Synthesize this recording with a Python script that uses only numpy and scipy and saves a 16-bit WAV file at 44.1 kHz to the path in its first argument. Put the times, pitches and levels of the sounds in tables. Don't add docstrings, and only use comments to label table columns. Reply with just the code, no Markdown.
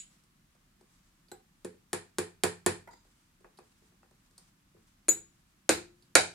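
import sys
import numpy as np
from scipy import signal
from scipy.fft import rfft, irfft, next_fast_len
from scipy.io import wavfile
from scipy.ndimage import uniform_filter1d

SR = 44100
rng = np.random.default_rng(int(sys.argv[2]) if len(sys.argv) > 2 else 0)


def to_wav(sig):
    pcm = np.clip(np.atleast_2d(sig), -1, 1) * 32767
    pcm = np.round(pcm).astype(np.int16)
    wavfile.write(sys.argv[1], SR, pcm.T)


def voltage_ratio(decibels):
    exponent = np.asarray(decibels, float) / 20
    return 10 ** exponent


N = 279594
LEAD = SR // 4
T = np.arange(SR // 2) / SR

# (frequency [Hz], level [dB per Hz])
AIR_COLOUR = [(12, -29), (34, 5), (55, -4), (100, -5), (184, -0.5), (251, -7.5), (351, -12), (404, -23.5),
              (863, -22.5), (1110, -19.5), (1850, -22), (4050, -26), (9150, -29), (15200, -32.5),
              (16500, -38.5)]
# (frequency [Hz], likeness [0-1])
EAR_LIKENESS = [(60, 0.97), (130, 1), (290, 0.8), (640, 0), (15000, 0)]
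# (frequency [Hz], t60 [s], level [dB])
ROOM = [(97, .4, -10), (300, .3, -5), (1000, .28, -8.5), (3000, .29, -4), (6700, .27, -8), (9400, .24, -7),
        (12300, .2, -8), (15000, .1, -18)]

# (frequency [Hz], level [dB])
RUSTLE_COLOUR = [(300, -8), (1200, 4), (2500, -1), (5000, -0.5), (8000, 1), (11000, -6), (15000, -16)]
# (time [s], held [s], level [dB])
MOVES = [(.13, 0.011, -68.5), (.93, 0.16, -74), (3.1, 0.11, -72), (3.6, 0.28, -74.5), (4.2, .16, -76.5),
         (4.42, 0.044, -71), (4.88, .01, -72), (5.35, 0.0091, -77.5), (5.52, .01, -79), (6.02, 0.0046, -74)]
# (frequency [Hz], width [Hz], level [dB])
SQUEAK_BANDS = [(4860, 160, 4), (7040, 1200, -3.5), (3840, 750, -6)]
# (time [s], held [s], level [dB])
SLIDE = [(2.912, 0.057, -67)]

# (time [s], crack [dB], thump [dB], hammer ring [dB], left minus right [dB])
EARLIER_BLOW = [
    (-0.025, -24, -78, -35, 0),
]
PINGS = [
    (1.3145, -44, -46.5, -49, -0.55),
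]
TAPS = [
    (1.646, -29, -36.5, -76, 0),
    (1.9298, -14, -31.5, -80, 2),
    (2.1833, -13, -29, -63, 0.5),
    (2.4347, -7, -25.5, -66.5, -4),
    (2.6615, -7, -24.5, -53, -3),
]
GLANCES = [
    (5.082, -15, -29, -70.5, -3),
]
REBOUNDS = [
    (5.0878, -16, -65, -12, 5.5),
]
BLOWS = [
    (5.691, 0, -18.5, -32, 0.1),
    (6.1513, -0.5, -41, -43, -2),
    (6.1526, 6, -22, -63, -3),
]

# (time [s], tick [dB], thump [dB], knock [dB])
HANDLING = [(0.1594, -69, -83, -82), (0.236, -60.5, -79, -86), (0.5494, -67, -76, -70),
            (0.8081, -60.5, -63.5, -65.5), (1.7434, -75, -59, -94), (3.0482, -65, -70, -70.5),
            (3.4045, -65.5, -66.5, -73), (3.4425, -70, -57.5, -53.5), (3.586, -53, -56.5, -52.5),
            (3.8185, -72, -68, -75), (3.9201, -74, -74, -70.5), (4.0285, -70, -70, -61),
            (4.1088, -62.5, -70, -69), (4.309, -61, -79, -79), (4.3782, -42.5, -76.5, -65)]
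TICKS = [
    (1.283, -65, -79, -82),
    (3.572, -62, -89, -93),
    (6.022, -63.5, -77, -93),
]
HANDLE_KNOCKS = [
    (2.873, -79, -61, -50.5),
    (2.885, -72, -78, -52),
    (2.908, -65, -65, -59.5),
    (2.932, -63, -67, -57.5),
]
SETTLES = [
    (4.7447, -73.5, -61.5, -77),
    (4.7652, -71.5, -63, -69.5),
]

# (frequency [Hz], level [dB], t60 [s])
SOLE_MODES = [(190, -10, .05), (255, -3, .06), (310, -9, .05), (355, 5, .09), (428, -4, .2), (506, -4, .09),
              (608, -11, .05)]
TOE_MODES = [(240, -11, .08), (301, -7, .1), (334, 4, .08), (420, -6, .16), (525, 0, .06), (700, -11, .05)]
BOOT_BOOM = [(96, -4, .24), (135, -9, .15), (176, -6, .3), (215, -4, .15)]
LAST_BOOM = [(70, -11, .4), (97, -9, .45), (176, -4, .36), (220, -10, .25), (354, -9, .55)]

HEAD_HZ = [4059, 4650, 6175, 6815, 6907, 7704, 10500, 13320]
# (level [dB], t60 [s])
FACE = [(-18, .035), (-40, .05), (-21, .08), (-10, .07), (0, .1), (-14, .22), (-9, .012), (-21, .18)]
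PEEN = [(4, .04), (-20, .05), (-30, .1), (-20, .07), (-14, .1), (0, .11), (-12, .012), (-9, .15)]
CHEEK = [(-12, .04), (-14, .04), (-18, .1), (-7, .07), (-3, .1), (-9, .2), (-12, .012), (-9, .2)]
CLAW = [(-17, .15), (-18, .15), (-16, .1), (-8, .08), (1, .12), (0, .13), (-30, .012), (-30, .2)]

# (frequency [Hz], level [dB per Hz])
NAIL_KNOCK = [(350, -33.5), (600, -3), (875, 0.5), (1160, -4.5), (1680, -3), (1810, 0), (2140, -13.5),
              (2400, -7.5), (3000, -23.5), (3900, -28), (6600, -120)]
NAIL_TIP_KNOCK = [(400, -26), (680, -4), (790, 12.5), (900, -9), (1200, -8), (1550, -4), (1750, -13),
                  (1980, -12.5), (2300, -21), (3000, -38)]
PLATE_KNOCK = [(350, -23.5), (550, -3.5), (1010, -8), (1230, -11), (1360, -2.5), (1860, -7.5), (2000, -9.5),
               (2500, -10), (3000, -21.5), (3900, -43), (6600, -120)]
LEATHER_KNOCK = [(260, -36), (450, -7.5), (809, -0.5), (994, -4.5), (1240, -9.5), (1750, -10),
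                 (2230, -21.5), (2470, -15), (2600, -15), (3380, -69), (5720, -120)]
HANDLE_KNOCK = [(500, -11.5), (800, -5), (950, 3.5), (1150, -17.5), (1380, -6), (1430, -4), (1500, -15),
                (1700, -20.5), (1960, -6.5), (2200, -19), (3000, -36)]

# (frequency [Hz], level [dB per Hz])
NAIL_CRACK = [(1290, -38.5), (2200, -13), (2790, -12), (4430, -7.5), (6150, -12.5), (7100, -3.5),
              (9300, -6), (10000, -2), (11900, -19.5), (14400, -17.5), (16500, -36)]
PLATE_CRACK = [(1290, -13), (2200, -15.5), (3470, -7), (4000, -1), (5850, -6.5), (6980, -0.5), (8480, -4),
               (9070, -0.5), (11400, -15.5), (13700, -25), (16500, -47.5)]
GLANCE_CRACK = [(1500, -15), (2500, -17), (4000, -5), (5500, -12), (7500, -9.5), (10300, 6.5),
                (11500, -19.5), (15000, -28.5), (16500, -38.5)]
EARLY_CRACK = [(880, -63), (1500, -22), (2790, -10), (5870, -17), (7850, 3), (8170, -18), (9600, -4.5),
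               (15500, -46), (16500, -41)]
TICK_CRACK = [(2000, -58), (3500, -13), (4600, 1.5), (6500, -6), (9000, 2.5), (11000, -11), (14000, -13),
              (16500, -82)]
PIN_CRACK = [(2000, -27), (3000, -13), (4800, 0), (5600, -18), (9000, -19), (11000, -7), (16500, -81)]


def along(table, hz, order=1):
    table = np.array(table)
    return np.interp(np.log(np.maximum(hz, 1)), np.log(table[:, 0]), table[:, order])


def unit(x):
    return x / np.sqrt(np.mean(x ** 2))


def coloured(x, table):
    size = x.shape[-1]
    return irfft(rfft(x) * voltage_ratio(along(table, np.fft.rfftfreq(size, 1 / SR))), size)


def flicker(rate):
    hold = int(SR / rate)
    levels = rng.standard_normal(N // hold + 1)
    return uniform_filter1d(np.repeat(levels, hold), hold)[:N]


def gestures(rows, swell_db_s, fade_db_s):
    t = np.arange(N) / SR
    s, held, db = np.array(rows).T[:, :, None]
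    before = np.maximum(s - t, 0)
    after = np.maximum(t - s - held, 0)
    db = db - swell_db_s * before - fade_db_s * after
    return voltage_ratio(db.max(axis=0))


def air():
    share = np.clip(along(EAR_LIKENESS, np.fft.rfftfreq(N, 1 / SR)), 0, 1)
    mid, side = rfft(coloured(rng.standard_normal((2, N)), AIR_COLOUR))
    mid = irfft(mid, N)
    side = irfft(side * np.sqrt((1 - share) / (1 + share)), N)
    return np.array([mid + side, mid - side]) * voltage_ratio(-69) / np.std(mid)


def workshop(hits, gap_s=0.0044):
    bins = np.fft.rfftfreq(len(T), 1 / SR)
    share = np.clip(along(EAR_LIKENESS, bins), 0, 1)
    common, apart = rfft(rng.standard_normal((2, len(T))))
    noise = np.sqrt(1 + share) * common + np.sqrt(1 - share) * apart * np.array([[1], [-1]])
    tail = 0
    for hz in 50 * 2 ** np.arange(0, 9, .5):
        octave = np.maximum(0, 1 - 2 * np.abs(np.log2(bins / hz + 1e-9)))
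        band = irfft(noise * octave, len(T))
        fall = np.exp(-np.log(1000) * T / along(ROOM, hz))
        fall *= 1 - np.exp(-(T / gap_s) ** 2)
        tail = tail + band * fall / np.sqrt(np.sum(fall ** 2)) * voltage_ratio(along(ROOM, hz, order=2))
    wet = signal.fftconvolve(hits[2:], tail)
    return (hits[:2] + wet[:, :hits.shape[1]])[:, LEAD:LEAD + N]


def rustle():
    patchy = voltage_ratio(2 * flicker(63))
    grains = rng.standard_normal((2, N))
    sizes = voltage_ratio(2 * np.minimum(rng.exponential(size=N), 4))
    cloth = unit(coloured(grains * sizes * patchy, RUSTLE_COLOUR))
    moving = gestures(MOVES, swell_db_s=146, fade_db_s=116.5)
    return cloth * np.hypot(voltage_ratio(-81), moving)


def scuff():
    bins = np.fft.rfftfreq(N, 1 / SR)
    drag = rfft(rng.standard_normal((2, N)) * voltage_ratio(2.1 * flicker(120)))
    shape = sum(voltage_ratio(db) / (1 + (2 * (bins - hz) / width) ** 2) for hz, width, db in SQUEAK_BANDS)
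    return unit(irfft(drag * shape, N)) * gestures(SLIDE, swell_db_s=1804, fade_db_s=170)


def causal(table, size=1024):
    c = irfft(np.log(voltage_ratio(along(table, np.fft.rfftfreq(size, 1 / SR)))), size)
    c[1:size // 2] *= 2
    c[size // 2 + 1:] = 0
    h = irfft(np.exp(rfft(c)), size)
    return h / np.sqrt(np.sum(h ** 2))


def burst(colour, crack_s, rattle_s, rattle_db, alike):
    t, shape = T[:len(T) // 4], causal(colour)
    crack = np.exp(-(t / crack_s) ** 2)
    rattle = voltage_ratio(rattle_db) * np.exp(-t / rattle_s)
    swell = (1 - np.exp(-t / 0.0002)) * (crack + rattle)
    energy = np.sum(swell ** 2)
    grit = rng.standard_normal((3, len(t)))
    grit = (alike * grit[0] + np.sqrt(1 - alike ** 2) * grit[1:]) * swell
    near = signal.fftconvolve(grit, shape[None])[:, :len(t)]
    near *= np.sqrt(energy / np.sum(near ** 2, axis=1, keepdims=True))
    click = np.pad(shape, (0, len(t) - len(shape))) * np.sqrt(energy)
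    return np.vstack([near, click])


def ring(modes, scatter_db, detune, rise_s, spread, wall_db):
    hz, db, t60 = np.array(modes).T[:, :, None]
    draw = rng.standard_normal((len(modes), 3))
    tones = np.exp(-np.log(1000) * T / t60) * (1 - np.exp(-T / rise_s))
    tones = tones * voltage_ratio(db + scatter_db * draw[:, :1])
    tones = tones * (-1.) ** np.arange(len(modes))[:, None]
    turn = 2 * np.pi * hz * (1 + detune * draw[:, 1:2]) * T
    apart = np.minimum(hz / 400, 1) ** 2 * np.sign(draw[:, 2:3]) * spread
    heard = np.array([np.sum(tones * np.sin(turn + side * apart), axis=0) for side in (1, -1, 0)])
    return heard * voltage_ratio(np.array([[0], [0], [wall_db]]))


def hammer(rows, knock_db):
    return [(s, crack, sole, crack + knock_db, head, pan) for s, crack, sole, head, pan in rows]


def touch(rows, pan_db):
    return [(*row, -np.inf, pan_db) for row in rows]


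def strikes(events, sole, body, head, boom, colour, crack_s, rattle_db, knock_s, boom_db):
    out = np.zeros((3, N + LEAD + len(T)))
    steel = [(hz, db, t60) for hz, (db, t60) in zip(HEAD_HZ, head)]
    for s, crack_db, sole_db, knock_db, head_db, pan_db in events:
        hit = voltage_ratio(sole_db + 1) * ring(sole, scatter_db=1, detune=.008, rise_s=.0015, spread=.5, wall_db=-5)
        hit += voltage_ratio(sole_db + boom_db) * ring(boom, scatter_db=2.5, detune=.025, rise_s=.018,
                                             spread=.35, wall_db=-4)
        if head_db > -85:
            hit += voltage_ratio(head_db) * ring(steel, scatter_db=.3, detune=.0003, rise_s=.0003,
                                       spread=.6, wall_db=-6)
        contact = voltage_ratio(crack_db - 9.5) * burst(colour, crack_s, rattle_s=0.0081, rattle_db=rattle_db, alike=1.0)
        contact += voltage_ratio(knock_db - 0.5) * burst(body, knock_s, rattle_s=0.018, rattle_db=-5, alike=0.7)
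        hit[:, :contact.shape[1]] += contact
        at = int((s + .001) * SR) + LEAD
        out[:, at:at + len(T)] += hit * voltage_ratio(np.array([[pan_db], [-pan_db], [0]]) / 2)
    return out


def hands():
    hits = strikes(touch(HANDLING, pan_db=0.3), SOLE_MODES, LEATHER_KNOCK, FACE, BOOT_BOOM, TICK_CRACK,
                   crack_s=0.004, rattle_db=-5.0, knock_s=0.0038, boom_db=-11.5)
    hits += strikes(touch(TICKS, pan_db=-6.0), SOLE_MODES, LEATHER_KNOCK, FACE, BOOT_BOOM, PIN_CRACK,
                    crack_s=0.0018, rattle_db=10.0, knock_s=0.012, boom_db=-24)
    hits += strikes(touch(HANDLE_KNOCKS, pan_db=-0.5), SOLE_MODES, HANDLE_KNOCK, FACE, BOOT_BOOM, TICK_CRACK,
                    crack_s=0.0026, rattle_db=5, knock_s=0.0084, boom_db=-38)
    hits += strikes(touch(SETTLES, pan_db=0.0), SOLE_MODES, LEATHER_KNOCK, FACE, BOOT_BOOM, TICK_CRACK,
                    crack_s=.003, rattle_db=-11.5, knock_s=0.0028, boom_db=2.5)
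    return hits


def hammering():
    hits = strikes(hammer(EARLIER_BLOW, knock_db=-65), SOLE_MODES, PLATE_KNOCK, CLAW, BOOT_BOOM, EARLY_CRACK,
                   crack_s=0.005, rattle_db=-19, knock_s=.006, boom_db=-21)
    hits += strikes(hammer(PINGS, knock_db=-4), SOLE_MODES, NAIL_TIP_KNOCK, PEEN, BOOT_BOOM, NAIL_CRACK,
                    crack_s=0.0039, rattle_db=-0.5, knock_s=0.0068, boom_db=-12)
    hits += strikes(hammer(TAPS, knock_db=-16.0), SOLE_MODES, NAIL_KNOCK, FACE, BOOT_BOOM, NAIL_CRACK,
                    crack_s=0.00093, rattle_db=-8.0, knock_s=0.0017, boom_db=-3.5)
    hits += strikes(hammer(GLANCES, knock_db=-17), TOE_MODES, PLATE_KNOCK, FACE, LAST_BOOM, GLANCE_CRACK,
                    crack_s=.0015, rattle_db=-12, knock_s=0.0022, boom_db=-16.0)
    hits += strikes(hammer(REBOUNDS, knock_db=-33), TOE_MODES, PLATE_KNOCK, FACE, LAST_BOOM, GLANCE_CRACK,
                    crack_s=.0015, rattle_db=-6, knock_s=.003, boom_db=-21.0)
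    hits += strikes(hammer(BLOWS, knock_db=-17.5), TOE_MODES, PLATE_KNOCK, CHEEK, LAST_BOOM, PLATE_CRACK,
                    crack_s=0.001, rattle_db=-11.5, knock_s=0.0013, boom_db=-14)
    return hits


def scene():
    hits = hands() + hammering()
    size = next_fast_len(hits.shape[1])
    late = np.exp(-2j * np.pi * np.fft.rfftfreq(size, 1 / SR) * 1.6e-5)
    hits[1] = irfft(rfft(hits[1], size) * late, size)[:hits.shape[1]]
    hits = signal.sosfilt(signal.butter(N=2, Wn=75, btype="high", fs=SR, output="sos"), hits)
    return air() + rustle() + scuff() + workshop(hits)


def band_limit(x):
    return signal.sosfilt(signal.butter(12, 16820, fs=SR, output="sos"), x)


def record(dry):
    rounded = np.tanh(dry)
    mix = signal.sosfilt(signal.butter(N=4, Wn=15800, fs=SR, output="sos"), rounded)
    return band_limit(mix)


dry = scene()
out = record(dry)
to_wav(out)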